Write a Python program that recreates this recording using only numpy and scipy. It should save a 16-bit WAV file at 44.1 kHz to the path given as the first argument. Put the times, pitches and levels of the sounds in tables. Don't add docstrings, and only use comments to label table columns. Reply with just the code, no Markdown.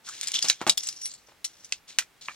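import sys
import numpy as np
from scipy import signal
from scipy.fft import rfft, irfft
from scipy.io import wavfile

SR = 44100
rng = np.random.default_rng(int(sys.argv[2]) if len(sys.argv) > 2 else 0)


def transcribe(u):
    v = np.clip(np.atleast_2d(u).T, -1, 1)
    q = np.round(v * 32767).astype(np.int16)
    wavfile.write(sys.argv[1], SR, q)


N = 103635

# (frequency [Hz], level [dB])
AIR_COLOUR = [(15, -53.5), (25, 2), (545, -3.5), (1260, -3.5), (1990, -3.5), (16000, -19.5)]
# (delay [s], level [dB])
ECHOES = [(0.0235, -28)]
# (time [s], length [s], level [dB], start pitch [Hz], end pitch [Hz])
SQUEAKS = [(0.065, 0.047, -39.5, 1502, 1130), (0.095, 0.072, -52, 1555, 1800),
           (0.992, 0.1175, -35.5, 5550, 5825), (1.009, 0.098, -37, 8250, 10050)]
# (time [s], level [dB])
KNOCKS = [(0.4445, -38.5), (0.455, -35), (0.4986, -40.5), (0.6077, -41.5), (0.6145, -28.5), (.667, -20.5),
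          (.675, -27.5), (0.683, -33.5), (0.695, -49), (1.286, -53.5), (1.32, -58), (1.989, -51),
          (2.2858, -43.5)]
# (frequency [Hz], level [dB])
KNOCK_COLOUR = [(80, -26.5), (150, -10.5), (450, -16.5), (900, -11.5), (2100, -18), (8000, -26.5),
                (12000, -39.5)]
KNOCK_MODES_HZ = [360, 624, 800, 1125]
# (time [s], attack [s], hold [s], release [s], level [dB], ring [Hz], ring strength [dB])
RUBS = [(0.034, 0.037, 0.12, 0.15, -45, 3720, -44), (0.219, 0.0047, 0.052, 0.06, -43.5, 1970, -18.5),
        (0.334, 0.0053, 0.011, 0.085, -36.5, 3370, -8), (0.437, 0.01, 0.0066, 0.023, -29, 4500, -50),
        (0.774, 0.0091, 0.071, 0.12, -47, 5700, -5.5), (1.021, 0.04, 0.02, 0.041, -52, 4400, -4),
        (1.277, 0.01, 0.029, 0.0065, -67, 1000, -3), (1.474, 0.02, 0.284, 0.013, -61.5, 5700, -14.5),
        (1.873, 0.012, 0.0098, 0.04, -47.5, 2250, -16), (1.992, 0.006, 0.014, 0.013, -48.5, 930, -7.5),
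        (2.21, 0.0012, 0.015, 0.14, -49, 4050, -20.5)]
# (frequency [Hz], level [dB])
RUB_COLOUR = [(100, 0.5), (600, -11.5), (1300, -6.5), (2200, -2.5), (3500, 3), (7300, 3.5), (9000, -3),
              (11000, -10.5), (16000, -21.5)]
# (time [s], level [dB])
TAPS = [(0.212, -6), (0.2844, -5), (0.3185, -6), (0.3913, -8), (0.7736, -7), (0.928, -17.5), (1.056, -17)]
# (time [s], level [dB], ring [Hz])
CLINKS = [(0.0884, -38, 7200), (0.231, -32.5, 2020), (0.2319, -33.5, 3600), (0.272, -33, 5100),
          (0.2762, -38, 7600), (0.3413, -31.5, 3000), (0.3475, -34, 6430), (0.4252, -26.5, 4820),
          (0.4845, -21.5, 5460), (0.673, -25.5, 2280), (0.8342, -35, 7800), (0.870, -34.5, 7460),
          (0.887, -31, 5130), (1.0149, -39, 5640), (1.056, -35.5, 9300), (1.1158, -48, 7300),
          (1.138, -45, 7550), (1.4505, -32.5, 5820), (1.646, -44.5, 5740)]
# (frequency [Hz], level [dB])
CLINK_COLOUR = [(100, -29), (900, -27), (1800, -15.5), (3300, -8.5), (7300, -1), (8800, -4.5), (10500, -11),
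                (16000, -26.5)]
# (time [s], level [dB], low edge [Hz], top edge [Hz], three rings [Hz],
#   ring strength [dB], sizzle [dB], rattle [dB], left over right [dB])
SNAPS = [(0.4986, -11, 1930, 8040, 1400, 3910, 6330, -10.5, -16.5, 1.5, -1),
         (0.6952, -9, 2850, 8870, 3770, 4900, 7870, -14, -16.5, 5, 2),
         (0.7760, -22.5, 3140, 7700, 3400, 5400, 7050, -6.5, -3.5, 9.5, 2),
         (1.4440, -28, 2300, 10400, 4120, 5730, 8180, -7, -6, 5.5, 1),
         (1.7227, -20.5, 2270, 7700, 2860, 3400, 4700, -16, -24, 3.5, -1),
         (1.9861, -14, 1430, 8500, 2440, 5870, 6700, -14, -9.5, 2.5, -0.5),
         (2.2837, -28.5, 1040, 2870, 1200, 1680, 2360, 0, -26, -11.5, -3.5)]
TUBE_MODES_HZ = [2296, 2833, 3400, 4030, 4440, 5130, 5400, 6200, 6250]

TIME = np.arange(N) / SR
HIT_SAMPLES = SR // 5
AIR_DB, AIR_SIDE_DB = -61.5, -6.5
LEFT_LEAD_S, SIDE_DB, POLE_PAN_DB = .000046, -9.5, 1.5
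RAGGED_DB, RAGGED_HZ, BOUNCE_DB = 3, 300, -9
RING_GAIN = 5
RING_WIDTH_HZ, RING_FLUTTER_DB, RING_FLUTTER_HZ = 600, 6.5, 29.7
BEND_DELAY_MS = 1.097
SQUEAK_JITTER_HZ, SQUEAK_ROUGH = 90, 0.77
KNOCK_CRACK_S, KNOCK_RATTLE_S, KNOCK_RATTLE_DB, KNOCK_TAIL_S, KNOCK_TAIL_DB = 0.0024, 0.017, -5, 0.008, -24
KNOCK_PUSH_DB, KNOCK_CONTACT_HZ, KNOCK_WIDTH_HZ, KNOCK_RING_DB = 18.5, 3480, 100, -3
GRAINS_PER_S, GRAIN_SPREAD_DB, JUDDER_DB, JUDDER_HZ = 3800, 1, 1.5, 74
OVERTONE_RATIO, OVERTONE_DB = 1.705, -2.5
CLINK_CRACK_S, CLINK_TAIL_S, CLINK_TAIL_DB = .002, .028, -20
CLINK_RATTLE_S, CLINK_RATTLE_DB, CLINK_RING_DB, CLINK_TICK_DB = 0.0099, 2, -6.5, 4
TAP_BUZZ_DB, TAP_RATTLE_DB = -24, -7.5
SNAP_CRACK_S, SNAP_RATTLE_S, SNAP_TAIL_S, SNAP_TAIL_DB = 0.00048, .0062, 0.015, -7
SNAP_PUSH_DB, SNAP_BASS_DB, SNAP_RING_WIDTH_HZ, SIZZLE_TOP_HZ = 22, -18.5, 232, 13500
POLE_LOW_HZ, TUBE_WIDTH_HZ, TUBE_DB = 220, 60, -8
CLIP_LEVEL, CUTOFF_HZ = 1.1, 16100


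def from_db(db):
    return 10 ** (np.asarray(db) / 20)


def rms_one(x):
    return x / np.sqrt(np.mean(x ** 2) + 1e-20)


def butter(x, hz, kind, order=2):
    edges = np.clip(hz, 10, SR * .45)
    return signal.sosfilt(signal.butter(order, edges, kind, fs=SR, output="sos"), x)


def resonate(x, hz, width_hz):
    r = np.exp(-np.pi * width_hz / SR)
    forward = np.array([1, 0, -1]) * (1 - r * r) / 2
    feedback = [1, -2 * r * np.cos(2 * np.pi * hz / SR), r * r]
    return signal.lfilter(forward, feedback, x + 1e-18)


def colour(x, points, size=4096):
    hz, db = np.transpose(points)
    bins_hz = np.arange(size // 2 + 1) * SR / size
    gain = from_db(np.interp(np.log(bins_hz + 1), np.log(hz), db))
    cepstrum = irfft(np.log(rms_one(gain)))[:size // 2]
    cepstrum[1:] *= 2
    response = irfft(np.exp(rfft(cepstrum, size)))
    return signal.fftconvolve(x, response[None], axes=1)[:, :x.shape[1]]


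def wander(hz):
    return rms_one(butter(rng.standard_normal(N + SR), hz, "low")[SR:])


def spread(pair, side_db):
    return pair[0] + from_db(side_db) * pair[1] * np.array([[1], [-1]])


def add(out, x, s, pan_db=0):
    i = max(int(s * SR), 0)
    panned = x * from_db([[pan_db / 2], [-pan_db / 2]])
    out[:, i:i + x.shape[1]] += panned[:, :out.shape[1] - i]


def impact(crack_s, rattle_s, rattle_db, tail_s, tail_db):
    t = np.arange(HIT_SAMPLES) / SR
    crack = np.exp(-t / crack_s)
    rattle = from_db(rattle_db) * np.exp(-t / rattle_s)
    tail = from_db(tail_db) * np.exp(-t / tail_s)
    ragged = rms_one(from_db(RAGGED_DB * wander(RAGGED_HZ)[:HIT_SAMPLES]))
    after = np.hypot(rattle, tail) * ragged
    signs = rng.choice([-1., 1.], (2, HIT_SAMPLES))
    hit = spread(signs * [np.hypot(crack, after), after], SIDE_DB)
    out = hit.copy()
    add(out, from_db(BOUNCE_DB) * hit, rng.uniform(.0006, .00276))
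    return out / np.hypot(1, from_db(BOUNCE_DB))


def with_ring(x, rings_hz, ring_db, width_hz):
    ringing = sum(resonate(x, hz, width_hz) for hz in rings_hz)
    return x + RING_GAIN * from_db(ring_db) * ringing


def bending_pulse():
    khz = np.arange(HIT_SAMPLES // 2 + 1) * SR / HIT_SAMPLES / 1000
    return irfft(np.exp(-4j * np.pi * BEND_DELAY_MS * np.sqrt(khz)), HIT_SAMPLES)[None]


def open_air():
    noise = spread(rng.standard_normal((2, N)), AIR_SIDE_DB)
    return from_db(AIR_DB) * rms_one(colour(noise, AIR_COLOUR))


def echoes(pole):
    out = np.zeros((2, N))
    for delay_s, db in ECHOES:
        add(out, from_db(db) * butter(pole, 5700, "low"), delay_s)
    return out


def squeaks():
    out = np.zeros((2, N))
    for s, length_s, db, start_hz, end_hz in SQUEAKS:
        progress = np.minimum(TIME / length_s, 1)
        hz = start_hz + (end_hz - start_hz) * progress + SQUEAK_JITTER_HZ * wander(233)
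        tone = np.sin(2 * np.pi * np.cumsum(hz) / SR)
        rough_tone = tone * (1 + SQUEAK_ROUGH * wander(180))
        swell = np.sin(np.pi * progress) ** 2
        add(out, (from_db(db) * rough_tone * swell)[None], s)
    return out


def knocks():
    out = np.zeros((2, N))
    push = butter(signal.unit_impulse(HIT_SAMPLES), KNOCK_CONTACT_HZ, "low", order=1)
    for s, db in KNOCKS:
        hit = impact(KNOCK_CRACK_S, KNOCK_RATTLE_S, KNOCK_RATTLE_DB, KNOCK_TAIL_S, KNOCK_TAIL_DB)
        hit += from_db(KNOCK_PUSH_DB) * push
        add(out, from_db(db) * hit, s)
    hollow = sum(resonate(out, hz, KNOCK_WIDTH_HZ) for hz in KNOCK_MODES_HZ)
    return colour(out + from_db(KNOCK_RING_DB) * hollow, KNOCK_COLOUR)


def rubs():
    out = np.zeros((2, N))
    for s, attack_s, hold_s, release_s, db, ring_hz, ring_db in RUBS:
        slips = (rng.random((2, N)) < GRAINS_PER_S / SR) * rng.choice([-1, 1], (2, N))
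        strengths = from_db(GRAIN_SPREAD_DB * np.minimum(rng.exponential(1, (2, N)), 5))
        grains = spread(rms_one(slips * strengths), SIDE_DB)
        attack = np.minimum(TIME / attack_s, 1)
        release = np.exp(-np.maximum(TIME - attack_s - hold_s, 0) / release_s)
        rasp = grains * attack * release * from_db(db + JUDDER_DB * wander(JUDDER_HZ))
        overtone_db = ring_db + OVERTONE_DB + RING_FLUTTER_DB * wander(RING_FLUTTER_HZ)
        rasp = with_ring(rasp, [ring_hz * OVERTONE_RATIO], overtone_db, RING_WIDTH_HZ)
        main_db = ring_db + RING_FLUTTER_DB * wander(RING_FLUTTER_HZ)
        add(out, with_ring(rasp, [ring_hz], main_db, RING_WIDTH_HZ), s, POLE_PAN_DB)
    return colour(out, RUB_COLOUR)


def taps():
    out = np.zeros((2, N))
    for s, db in TAPS:
        buzz = impact(CLINK_CRACK_S, CLINK_RATTLE_S, TAP_RATTLE_DB, CLINK_TAIL_S, CLINK_TAIL_DB)
        add(out, from_db(db) * (bending_pulse() + from_db(TAP_BUZZ_DB) * buzz), s, POLE_PAN_DB)
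    return colour(out, CLINK_COLOUR)


def clinks():
    out = np.zeros((2, N))
    for s, db, ring_hz in CLINKS:
        hit = impact(CLINK_CRACK_S, CLINK_RATTLE_S, CLINK_RATTLE_DB, CLINK_TAIL_S, CLINK_TAIL_DB)
        hit[:, 0] += from_db(CLINK_TICK_DB)
        ringing_hit = with_ring(hit, [ring_hz], CLINK_RING_DB, RING_WIDTH_HZ)
        add(out, from_db(db) * ringing_hit, s, POLE_PAN_DB)
    return colour(out, CLINK_COLOUR)


def snaps():
    out = np.zeros((2, N))
    for s, db, low_hz, top_hz, *rings_hz, ring_db, sizzle_db, rattle_db, pan_db in SNAPS:
        hit = impact(SNAP_CRACK_S, SNAP_RATTLE_S, rattle_db, SNAP_TAIL_S, SNAP_TAIL_DB)
        hit = hit + from_db(SNAP_PUSH_DB) * bending_pulse()
        body = butter(butter(hit, low_hz, "high", order=6), top_hz, "low", order=7)
        ringing_body = with_ring(body, rings_hz, ring_db, SNAP_RING_WIDTH_HZ)
        sizzle_band_hz = [min(top_hz, SIZZLE_TOP_HZ - 1000), SIZZLE_TOP_HZ]
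        sizzle = from_db(sizzle_db) * butter(hit, sizzle_band_hz, "band")
        bass = from_db(SNAP_BASS_DB) * butter(hit, [500, low_hz], "band")
        add(out, from_db(db) * (ringing_body + sizzle + bass), s, pan_db)
    return out


def tube_ring(contacts):
    return from_db(TUBE_DB) * sum(resonate(contacts, hz, TUBE_WIDTH_HZ) for hz in TUBE_MODES_HZ)


def left_first(pole):
    lag = np.exp(-2j * np.pi * np.arange(N + 1) / (2 * N) * SR * LEFT_LEAD_S)
    return np.array([pole[0], irfft(rfft(pole[1], 2 * N) * lag)[:N]])


def scene():
    contacts = butter(rubs() + taps() + clinks() + snaps(), POLE_LOW_HZ, "high")
    pole = squeaks() + knocks() + contacts + tube_ring(contacts)
    return open_air() + echoes(pole) + left_first(pole)


def record(dry):
    rounded = CLIP_LEVEL * dry / (CLIP_LEVEL ** 4 + dry ** 4) ** (1 / 4)
    return signal.sosfilt(signal.ellip(10, .2, 70, CUTOFF_HZ, fs=SR, output="sos"), rounded)


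dry = scene()
out = record(dry)
transcribe(out)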